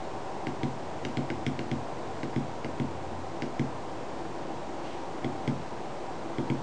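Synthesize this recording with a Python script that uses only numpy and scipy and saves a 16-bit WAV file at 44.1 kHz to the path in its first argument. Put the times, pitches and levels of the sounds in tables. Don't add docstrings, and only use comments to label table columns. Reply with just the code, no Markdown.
import sys
import numpy as np
from scipy import signal
from scipy.fft import rfft, irfft, next_fast_len
from scipy.io import wavfile
from scipy.ndimage import uniform_filter1d

SR = 44100
rng = np.random.default_rng(int(sys.argv[2]) if len(sys.argv) > 2 else 0)


def wav_record(signal):
    frames = np.transpose(np.atleast_2d(signal))
    bounded = np.clip(frames, -1, 1)
    quanta = np.round(bounded * 32767).astype(np.int16)
    wavfile.write(sys.argv[1], SR, quanta)


def to_linear_factor(level_db):
    exponent = np.asarray(level_db, float) / 20
    return 10 ** exponent


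N = 291942
TIME = np.arange(N) / SR


def level(x, db):
    return x * to_linear_factor(db) / np.sqrt(np.mean(x ** 2))


def shaped(gain):
    size = next_fast_len(N)
    hz = np.maximum(np.arange(size // 2 + 1) * SR / size, 1)
    spectrum = rfft(rng.standard_normal(size)) * gain(hz)
    return irfft(spectrum, size)[:N]


def ringing(hz, width_hz):
    return level(shaped(lambda f: 1 / np.hypot(1, (f - hz * hz / f) / width_hz)), 0)


def walk(rate_hz):
    hold = int(SR / rate_hz)
    steps = np.repeat(rng.standard_normal(N // hold + 1), hold)
    slewed = uniform_filter1d(uniform_filter1d(steps, hold), hold)
    return 1.3 * slewed[:N]


def swells(rows, rise_s, fall_s):
    start, hold, db = np.transpose(rows)[:, :, None]
    early = np.maximum(start - TIME, 0) / rise_s
    late = np.maximum(TIME - start - hold, 0) / fall_s
    return to_linear_factor(db[:, 0]) @ np.exp(-early ** 2 - late ** 2)


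# pitch_hz, level_db (per Hz)
FAN_AIR = [(18, -52.5), (30, -17), (59, -11.5), (135, -6.5), (230, -8), (322, -4), (450, -4.5), (769, -4.5),
           (1000, -8.5), (1200, -14), (1590, -18.5), (3000, -26), (7300, -33), (12000, -42.5)]
# pitch_hz, width_hz, level_db
FAN_RINGS = [(144, 16, -55.5), (237, 75, -52), (335, 20, -47.5), (613, 32, -59.5), (771.3, 20, -49.5),
             (944, 34, -52), (1031, 7.1, -59.5)]


def fan():
    hz, db = np.transpose(FAN_AIR)
    air = level(shaped(lambda f: to_linear_factor(np.interp(np.log(f), np.log(hz), db))), -39)
    air = air * to_linear_factor(.25 * walk(3))
    rings = np.zeros(N)
    for ring_hz, width_hz, ring_db in FAN_RINGS:
        rings += to_linear_factor(ring_db + 1.43 * walk(2.966)) * ringing(ring_hz, width_hz)
    return air + rings


# start_s, hold_s, level_db
DRONE_SWELLS = [
    (-.1, 0.27, -51),
    (.62, 0.34, -49),
    (1.35, 0.4, -46),
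    (2.05, 0.67, -45),
    (2.9, 0.31, -42),
    (3.6, 0.11, -46),
    (3.98, 0.089, -51),
    (4.95, 0.6, -49),
    (6.45, .3, -46),
]


def drone():
    hz = 90.3 + 1.5 * walk(5)
    rest_db = -59.5
    gain = to_linear_factor(rest_db) + swells(DRONE_SWELLS, rise_s=0.069, fall_s=.12)
    tone = np.sin(2 * np.pi * np.cumsum(hz) / SR)
    return gain * tone * to_linear_factor(2.5 * walk(8) - 5)


# start_s, hold_s, level_db
SLIDES = [
    (4.45, 0.4, -69),
    (4.84, .08, -53),
]


def slide():
    rub = shaped(lambda f: 1 / (1 + ((f - 2600.0 ** 2 / f) / 2200.0) ** 2))
    catches = to_linear_factor(2.0 * walk(60) - 2)
    return swells(SLIDES, rise_s=0.036, fall_s=.09) * catches * level(rub, 0)


def room(x, wet_db, t60):
    t = TIME[:int(.5 * SR)]
    build = np.clip(t / 0.002 - .5, 0, 1)
    tail = rng.choice([-1, 1], len(t)) * np.exp(-np.log(1000) * t / t60) * build
    tail = np.diff(tail)
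    return x + to_linear_factor(wet_db) * signal.fftconvolve(x, tail / np.linalg.norm(tail))[:N]


def dome_burst():
    t60_ms, band_hz = 3.7, [3550, 6870]
    t = TIME[:int(SR / 50)]
    noise = rng.standard_normal(len(t)) * np.exp(-np.log(1000) * t * 1000 / t60_ms)
    band = signal.butter(2, band_hz, "band", fs=SR, output="sos")
    return to_linear_factor(-29) * signal.sosfilt(band, noise)


def strike(out, s, hz, t60, gain, rise_s):
    first = int(s * SR) + 1
    last = min(first + int(SR * t60.max()), N)
    t = (np.arange(first, last) / SR - s)[:, None]
    shape = np.exp(-np.log(1000) * t / t60) * (1 - np.exp(-t / rise_s))
    out[first:first + len(t)] += (np.sin(2 * np.pi * hz * t) * shape) @ gain


# pitch_hz, t60_ms, press_db, release_db, first_swing (signed size)
BOARD = [(1600, 39, -38, -47.5, 0.9), (2133, 11.2, -28.5, -27, -0.72), (2806, 11.8, -32.5, -27.5, 0.95),
         (3280, 6.2, -26, -28.5, -0.93), (3800, 4.2, -31, -36.5, 0.99), (4630, 6.4, -40.5, -37, -1.2),
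         (5400, 3.3, -38.5, -52.5, 0.72), (6380, 8.4, -46, -45.5, -0.81), (7680, 3.3, -42, -43, -1.18)]
# pitch_hz, t60_s, press_db, release_db, first_swing (+-1)
DESK = [(70, .13, -52, -42, 1), (111, .09, -43, -54, 1), (124.9, .88, -52, -40.5, -1),
        (137.5, .28, -34, -26, -1), (154.1, .21, -60, -38.5, 1), (170.3, .9, -57, -44.5, -1),
        (191.6, .31, -46, -46.5, -1), (203.3, .27, -44.5, -38, 1), (216.5, .8, -62, -51.5, 1),
        (229.3, .3, -36, -29, -1), (247, .8, -51.5, -48, -1), (258.6, .24, -33.5, -28, 1),
        (268.8, .41, -41.5, -37, -1), (300.3, .39, -40.5, -39.5, 1), (309, .8, -49.5, -58, 1),
        (329.9, .11, -28, -26.5, 1), (346.2, .13, -33, -36.5, -1), (366.2, .34, -38.5, -39.5, 1),
        (408.8, .14, -44, -41, 1), (445, .05, -35, -42, -1), (520, .3, -45, -50, -1)]
# pitch_hz, t60_s, level_db, delay_s
HOLLOW = [(1540, .02, -40, .0062), (1450, .05, -50, .0062)]


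def snaps(events, column, push, lag_ms, contact_ms):
    board, desk, hollow = np.transpose(BOARD), np.transpose(DESK), np.transpose(HOLLOW)
    is_ring = np.arange(len(BOARD)) < 2
    next_button_s = 4.85
    tick_lead_s = .3 / 1000
    first_contact_db = -2.5
    tick, knock = np.zeros(N), np.zeros(N)
    chance = rng.standard_normal((len(events), len(BOARD), 2))
    for (s, ring_db, crack_db, knock_db), draw in zip(events, chance):
        db = board[column] + np.where(is_ring, ring_db, crack_db) + .8 * draw[:, 0]
        hz = board[0] * (1 + .008 * draw[:, 1])
        t60 = board[1] / 1000
        gain = -push * board[4] * to_linear_factor(db)

        touch = s - tick_lead_s
        second_touch = touch + contact_ms[int(s > next_button_s)] / 1000
        burst = to_linear_factor(crack_db) * dome_burst()
        start = int(touch * SR)
        tick[start:start + len(burst)] += burst
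        strike(tick, touch, hz, t60, gain * to_linear_factor(first_contact_db), rise_s=.0001)
        strike(tick, second_touch, hz, t60, gain, rise_s=.0001)

        hollow_gain = to_linear_factor(hollow[2] + ring_db)
        strike(knock, s + hollow[3, 0], hollow[0], hollow[1], hollow_gain, rise_s=0.00043)
        desk_gain = push * desk[4] * to_linear_factor(knock_db + desk[column])
        strike(knock, s + lag_ms / 1000, desk[0], desk[1], desk_gain, rise_s=.0001)
    return tick, knock


# start_s, ring_db (board), crack_db, knock_db (desk)
PRESSES = [
    (.4691, 1.5, -2, 0.5),
    (1.0504, 1.5, 3.5, 0),
    (1.3017, 3.5, -0.5, 0.5),
    (1.5912, 0, 0.5, -0.5),
    (2.2315, -1.5, -4.5, 1),
    (2.6455, -1, -4, -0.5),
    (3.4214, 2.5, -0.5, 0.5),
    (5.2446, 2, -4.5, 4.5),
    (6.3834, -2, -7, 5),
]
# first_button_ms, other_button_ms
PRESS_CONTACT_MS = (0.434, 0.92)


def presses():
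    return snaps(PRESSES, column=2, push=1, lag_ms=0.38, contact_ms=PRESS_CONTACT_MS)


# start_s, ring_db (board), crack_db, knock_db (desk)
RELEASES = [
    (.6325, 1, -0.5, 1.5),
    (1.1711, 3, 1.5, 0.5),
    (1.4648, 4.5, 5, 1),
    (1.7144, 1.5, 0.5, 0.5),
    (2.3614, -1.5, -5.5, 2.5),
    (2.7986, -2.5, -4.5, 2),
    (3.5947, 1.5, -2, 3),
    (5.4764, 2, -1.5, 3),
    (6.5000, 1.5, -2.5, 2.5),
]
# first_button_ms, other_button_ms
RELEASE_CONTACT_MS = (0.539, 0.91)


def releases():
    return snaps(RELEASES, column=3, push=-0.91, lag_ms=1, contact_ms=RELEASE_CONTACT_MS)


def scene():
    press_tick, press_knock = presses()
    release_tick, release_knock = releases()
    ticks = room(press_tick + release_tick, wet_db=3.0, t60=0.23)
    knocks = press_knock + release_knock
    return (ticks + knocks + fan() + drone() + slide())[None]


def band_limit(x):
    return signal.sosfilt(signal.butter(12, 9910, fs=SR, output="sos"), x)


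def record(dry):
    thin = signal.sosfilt(signal.butter(2, 30, "high", fs=SR, output="sos"), dry)
    droop = signal.sosfilt(signal.butter(4, 8360, fs=SR, output="sos"), thin)
    cut = signal.sosfilt(signal.ellip(10, .2, 60, 9880, fs=SR, output="sos"), droop)
    mix = cut - .0117
    return band_limit(mix)


dry = scene()
out = record(dry)
wav_record(out)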